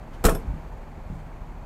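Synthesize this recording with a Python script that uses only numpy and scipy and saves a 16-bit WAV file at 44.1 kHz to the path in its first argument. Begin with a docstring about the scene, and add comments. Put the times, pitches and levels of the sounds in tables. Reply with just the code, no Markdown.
"""Outdoors, at a motorhome: the sheet-metal door of a storage bay is pushed shut.
The hinge squeaks faintly; the door meets the latch, slams home and rattles, its skin ringing.
The air shut in the bay booms and the steel latch snaps in with a small ring.
A few soft low thumps and a scuff of cloth follow, over a distant rumble."""
import sys
import numpy as np
from scipy import signal
from scipy.fft import rfft, irfft
from scipy.io import wavfile
from scipy.ndimage import uniform_filter1d

SR = 44100
rng = np.random.default_rng(int(sys.argv[2]) if len(sys.argv) > 2 else 0)


def wav_out(sig):
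    """Save sig, one row per channel (or a flat mono array), as 16-bit PCM at SR to the path in sys.argv[1]."""
    wavfile.write(sys.argv[1], SR, np.round(np.clip(np.atleast_2d(sig).T, -1, 1) * 32767).astype(np.int16))


N = 72765
T = np.arange(N) / SR

# spectrum of pitch waver: (frequency [Hz], level [dB])
WAVER_SPECTRUM = [(20, 0), (200, -6)]


def door():
    """A run of contacts shakes panel and latch metal; the skin and the whole door ring on."""
    # door against frame and latch: (time [s], dull panel [dB], bright metal [dB])
    contacts = [(0.2395, -21, -29), (0.2424, -18, -27), (0.2494, -14, -28), (0.2514, -13.5, -17),
                (0.2556, -16.5, -21.5), (0.259, -37, -30), (0.2637, -21, -25), (0.2685, -35, -30),
                (0.2875, -22.5, -41), (0.2933, -25.5, -29), (0.301, -31, -38), (0.3498, -35, -40.5)]
    # contact spectra: (frequency [Hz], density [dB])
    panel_spectrum = [(150, -6), (220, -4), (330, -6.5), (450, 4), (570, -11), (680, -7.5), (900, -12),
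                      (1350, -11), (1900, -20), (3000, -24.5)]
    metal_spectrum = [(1500, 8), (2100, -10.5), (2600, -1), (3000, 0), (3300, -3.5), (4800, -3), (5350, 2),
                      (6150, 1.5), (7300, 5), (8000, 8), (8550, 1.5), (9150, 6.5), (10700, -1), (11450, 4),
                      (12700, 5), (14400, -7), (15250, -1), (15800, -11)]
    # decay of the dense ringing: (frequency [Hz], t60 [s])
    panel_decay = [(150, 0.41), (500, 0.32), (1300, 0.22), (3000, 0.12)]
    metal_decay = [(2000, 0.44), (7000, 0.21), (15000, 0.22)]
    # whole door against its frame: (time [s], level [dB])
    thuds = [(.2496, -26), (.2783, -32)]
    # low modes of the whole door: (frequency [Hz], level [dB], t60 [s])
    door_modes = [(96, 8, .21), (171, 0, .3), (186, 3, .23), (230, 1.5, .18), (250, -3, .2)]
    times_s, panel_db, metal_db = np.transpose(contacts)
    panel = clatter(times_s, panel_db, panel_spectrum, panel_decay, crack_t60_s=0.053, tail_db=-9)
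    metal = clatter(times_s, metal_db, metal_spectrum, metal_decay, crack_t60_s=0.036, tail_db=-15.5)
    return panel + metal + skin() + ring(*np.transpose(thuds), door_modes)


def skin():
    """The sheet metal rings briefly while pressed on the seal, longer on the rebound."""
    # flexes at slam, rebound and last snap: (time [s], level [dB], share of free t60 [ratio])
    flexes = [(0.2497, -21, 0.59), (0.2863, -19, 0.75), (0.3539, -34, 0.6)]
    # door skin: (frequency [Hz], level [dB], free t60 [s])
    skin_modes = [(343, -9, .17), (400, -6, .16), (425, -11, .16), (470, -11, .16), (657, -2.5, .18),
                  (830, -14, .25), (915, -14, .26), (1028, -12, .16), (1092, -10, .15), (1255, -12, .13),
                  (1325, -8, .13), (1490, -15, .1), (1660, -17, .19), (1770, -15, .12)]
    times_s, levels_db, t60_shares = np.transpose(flexes)
    return ring(times_s, levels_db, skin_modes, waver_hz=4, t60_shares=t60_shares)


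def bay():
    """The door's soft push on the seal sets the enclosed air booming."""
    # air in the bay: (frequency [Hz], level [dB], t60 [s])
    cavity_modes = [(29.2, -6.5, 0.29), (46, -14.5, .14)]
    return boom(0.2462, cavity_modes, push_s=0.009)


def latch():
    """Steel parts bite on the striker; catch and pawl snap home and ring high and briefly."""
    # hardest steel-on-steel hits: (time [s], level [dB])
    bites = [(0.2511, -13.5), (0.2531, -21.5), (0.2566, -23), (0.2649, -17), (0.268, -31)]
    # latch snaps: (time [s], catch [dB], pawl [dB])
    snaps = [(0.2639, -37.5, -41.5), (0.2961, -37, -41.5), (0.3492, -51, -39)]
    # steel parts: (frequency [Hz], level [dB], t60 [s])
    striker_modes = [(2360, -9.5, 0.0092), (3220, -15, 0.011), (4140, -8, 0.0096), (5280, -10, 0.011),
                     (6870, -8.5, 0.006), (8100, -11.5, 0.0034)]
    catch_modes = [(2541, -4, .13), (5399, -5.5, .11), (9157, -1.5, .16), (9290, -4, .15),
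                   (12950, -11, .11)]
    pawl_modes = [(3542, -11, .1), (5350, -5.5, .075), (8145, -10.5, .12), (11350, -.5, .09),
                  (11580, -5.5, .12), (15120, -14, .12), (15320, -11, .09)]
    times_s, catch_db, pawl_db = np.transpose(snaps)
    striker = ring(*np.transpose(bites), striker_modes)
    catch = ring(times_s, catch_db, catch_modes, waver_hz=70)
    pawl = ring(times_s, pawl_db, pawl_modes, waver_hz=70)
    return striker + catch + pawl


def thumps():
    """Dull bumps: a round, deep swing and a hollow knock with a soft start."""
    # bumps: (time [s], deep part [dB], knock [dB])
    bumps = [(.314, -38, -25), (.342, -24, -54), (0.446, -37, -34), (0.4764, -16.5, -36),
             (0.4977, -15.5, -38.5), (0.53, -22.5, -35), (0.561, -46, -38.5), (0.983, -28.5, -42),
             (1.099, -48, -29), (1.124, -47, -37.5), (1.155, -27.5, -36), (1.264, -42, -37.5),
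             (1.408, -26.5, -44)]
    # deep part: (frequency [Hz], level [dB], t60 [s])
    deep_mode = [(47, 1, 0.073)]
    # hollow knock: (frequency [Hz], density [dB])
    knock_spectrum = [(70, -4), (145, 9.5), (190, -7), (240, -5.5), (450, -22), (800, -37)]
    knock = evened(noise(knock_spectrum), window_s=0.0147)
    out = np.zeros(N)
    for start_s, deep_db, knock_db in bumps:
        out += from_db(deep_db) * boom(start_s, deep_mode, push_s=0.0079)
        out += from_db(knock_db) * burst(start_s, rise_s=0.0021, t60_s=0.16) * knock
    return out


def hinge():
    """A brief, rough squeak as the door swings."""
    squeak = from_db(-58) * sine(3040 + 70 * noise(WAVER_SPECTRUM))
    # rough part of the squeak: (frequency [Hz], density [dB])
    rasp_spectrum = [(2600, -15), (3050, 8), (3500, -5), (5200, -7), (8400, -12), (15000, -25)]
    rasp = from_db(-57.5) * noise(rasp_spectrum)
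    return (squeak + rasp) * swell(peak_s=0.147, sigma_s=0.011)


def scuff():
    """Cloth brushes softly as a kneeling man shifts his weight."""
    # cloth friction: (frequency [Hz], density [dB])
    cloth_spectrum = [(3500, 0), (4400, 1), (5500, -5), (7500, 0), (10000, -9), (14000, -11)]
    return from_db(-69) * noise(cloth_spectrum) * swell(peak_s=1.16, sigma_s=0.063)


def rumble():
    """Far outdoor rumble with a few wavering drones."""
    # rumble: (frequency [Hz], density [dB])
    air_spectrum = [(24, -11), (45, -7), (65, -8.5), (100, -13), (140, -13.5), (180, -18), (300, -22),
                    (520, -24.5), (600, -23.5), (870, -22.5), (1270, -31), (2000, -36.5), (2400, -37.5),
                    (2750, -44), (4000, -50.5), (4370, -48), (5200, -55.5), (6700, -52), (10200, -61),
                    (12700, -57.5), (14500, -62), (16000, -70)]
    # drones: (frequency [Hz], width [Hz], level [dB])
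    drones = [(32.6, 9.9, -40), (155.4, 9.5, -53.5), (233.6, 12, -56.5)]
    # slow swell of both: (time [s], gain [dB])
    gain_curve = [(0, -1), (.2, 2), (.5, 2), (.9, -0.5), (1.3, -0.5), (1.65, -1)]
    flicker_db = 0.5 * noise([(2, -17), (20, 6.0)])
    air = from_db(-41 + flicker_db) * noise(air_spectrum)
    for hz, width_hz, db in drones:
        waver_hz = width_hz / 2 * noise([(2, -2.5), (15, -5.5)])
        waver_db = 2 * noise([(2, -4.5), (12, -10)])
        air += from_db(db + waver_db) * np.sqrt(2) * sine(hz + waver_hz)
    return air * from_db(np.interp(T, *np.transpose(gain_curve)))


def clatter(times_s, levels_db, spectrum, tail_decay, crack_t60_s, tail_db):
    """Countless close modes: each blow is a short crack and a tail that dies band by band."""
    def envelope(t60_s):
        power = sum((from_db(db) * burst(start_s, rise_s=0.00093, t60_s=t60_s)) ** 2
                    for start_s, db in zip(times_s, levels_db))
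        return np.sqrt(power)
    bands = octaves(evened(noise(spectrum), window_s=0.0073))
    tail = sum(band * envelope(at_hz(tail_decay, hz)) for hz, band in bands)
    crack = evened(noise(spectrum), window_s=0.0068) * envelope(crack_t60_s)
    return crack + from_db(tail_db) * tail


def ring(times_s, levels_db, modes, waver_hz=0, t60_shares=None):
    """Each blow rings every mode; rattling parts ring unevenly, damped blows shorter."""
    # spectrum of level flutter: (frequency [Hz], level [dB])
    flutter_spectrum = [(30, 0), (250, -8)]
    if t60_shares is None:
        t60_shares = np.ones(len(times_s))
    out = np.zeros(N)
    for hz, mode_db, t60_s in modes:
        drift_cycles = np.cumsum(waver_hz * noise(WAVER_SPECTRUM)) / SR
        tone = np.zeros(N)
        for start_s, blow_db, share in zip(times_s, levels_db, t60_shares):
            cycles = hz * (T - start_s) + drift_cycles - np.interp(start_s, T, drift_cycles)
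            tone += from_db(blow_db) * decay(start_s, t60_s * share) * np.sin(2 * np.pi * cycles)
        flutter_db = 2.5 * noise(flutter_spectrum)
        out += tone * from_db(mode_db + flutter_db)
    return out


def boom(start_s, modes, push_s):
    """A soft push sets deep modes swinging."""
    push = np.sin(np.pi * np.clip((T - start_s) / push_s, 0, 1)) ** 2
    response = sum(from_db(db) * decay(0, t60_s) * np.cos(2 * np.pi * hz * T) for hz, db, t60_s in modes)
    return -signal.fftconvolve(push / push.sum(), response)[:N]


def noise(spectrum):
    """Unit-rms coloured noise, falling steeply beyond the ends of the table."""
    hz = np.fft.rfftfreq(N, 1 / SR) + 1e-3
    low_hz, high_hz = spectrum[0][0] / 1.2, spectrum[-1][0] * 1.2
    skirts = 1 / np.sqrt((1 + (low_hz / hz) ** 8) * (1 + (hz / high_hz) ** 8))
    x = irfft(rfft(rng.standard_normal(N)) * from_db(at_hz(spectrum, hz)) * skirts, N)
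    return x / np.sqrt(np.mean(x ** 2) + 1e-20)


def evened(x, window_s):
    """Noise divided by its running rms."""
    return x / np.sqrt(uniform_filter1d(x ** 2, int(window_s * SR)) + 1e-12)


def octaves(x):
    """Overlapping octave bands that sum to x: (centre [Hz], band)."""
    centres_hz = 125 * 2. ** np.arange(8)
    spectrum, log_hz = rfft(x), np.log(np.fft.rfftfreq(N, 1 / SR) + 1)
    return [(hz, irfft(spectrum * np.interp(log_hz, np.log(centres_hz), centres_hz == hz), N))
            for hz in centres_hz]


def decay(start_s, t60_s):
    """Step to 1, then exponential fall."""
    return (T >= start_s) * from_db(-60 * np.maximum(T - start_s, 0) / t60_s)


def burst(start_s, rise_s, t60_s):
    """Decay with a linear attack."""
    return np.clip((T - start_s) / rise_s, 0, 1) * decay(start_s, t60_s)


def swell(peak_s, sigma_s):
    """Gaussian envelope."""
    return np.exp(-.5 * ((T - peak_s) / sigma_s) ** 2)


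def sine(hz):
    """Sine following a frequency curve."""
    return np.sin(2 * np.pi * np.cumsum(hz) / SR)


def at_hz(table, hz):
    """Table lookup on a log-frequency axis."""
    table_hz, values = np.transpose(table)
    return np.interp(np.log(hz), np.log(table_hz), values)


def from_db(db):
    """Decibels to gain."""
    return 10 ** (np.asarray(db) / 20)


def scene():
    """All sources, mono."""
    return (hinge() + door() + bay() + latch() + thumps() + scuff() + rumble())[None]


def record(dry):
    """Cut the deepest bass, round the highest peaks, cut the top."""
    highpass_hz, lowpass_hz, ceiling = 10, 15950, 0.68
    highpassed = signal.sosfilt(signal.butter(1, highpass_hz, "high", fs=SR, output="sos"), dry)
    rounded = highpassed / (1 + (highpassed / ceiling) ** 6) ** (1 / 6)
    return signal.sosfilt(signal.ellip(12, .1, 80, lowpass_hz, fs=SR, output="sos"), rounded)


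dry = scene()
out = record(dry)
wav_out(out)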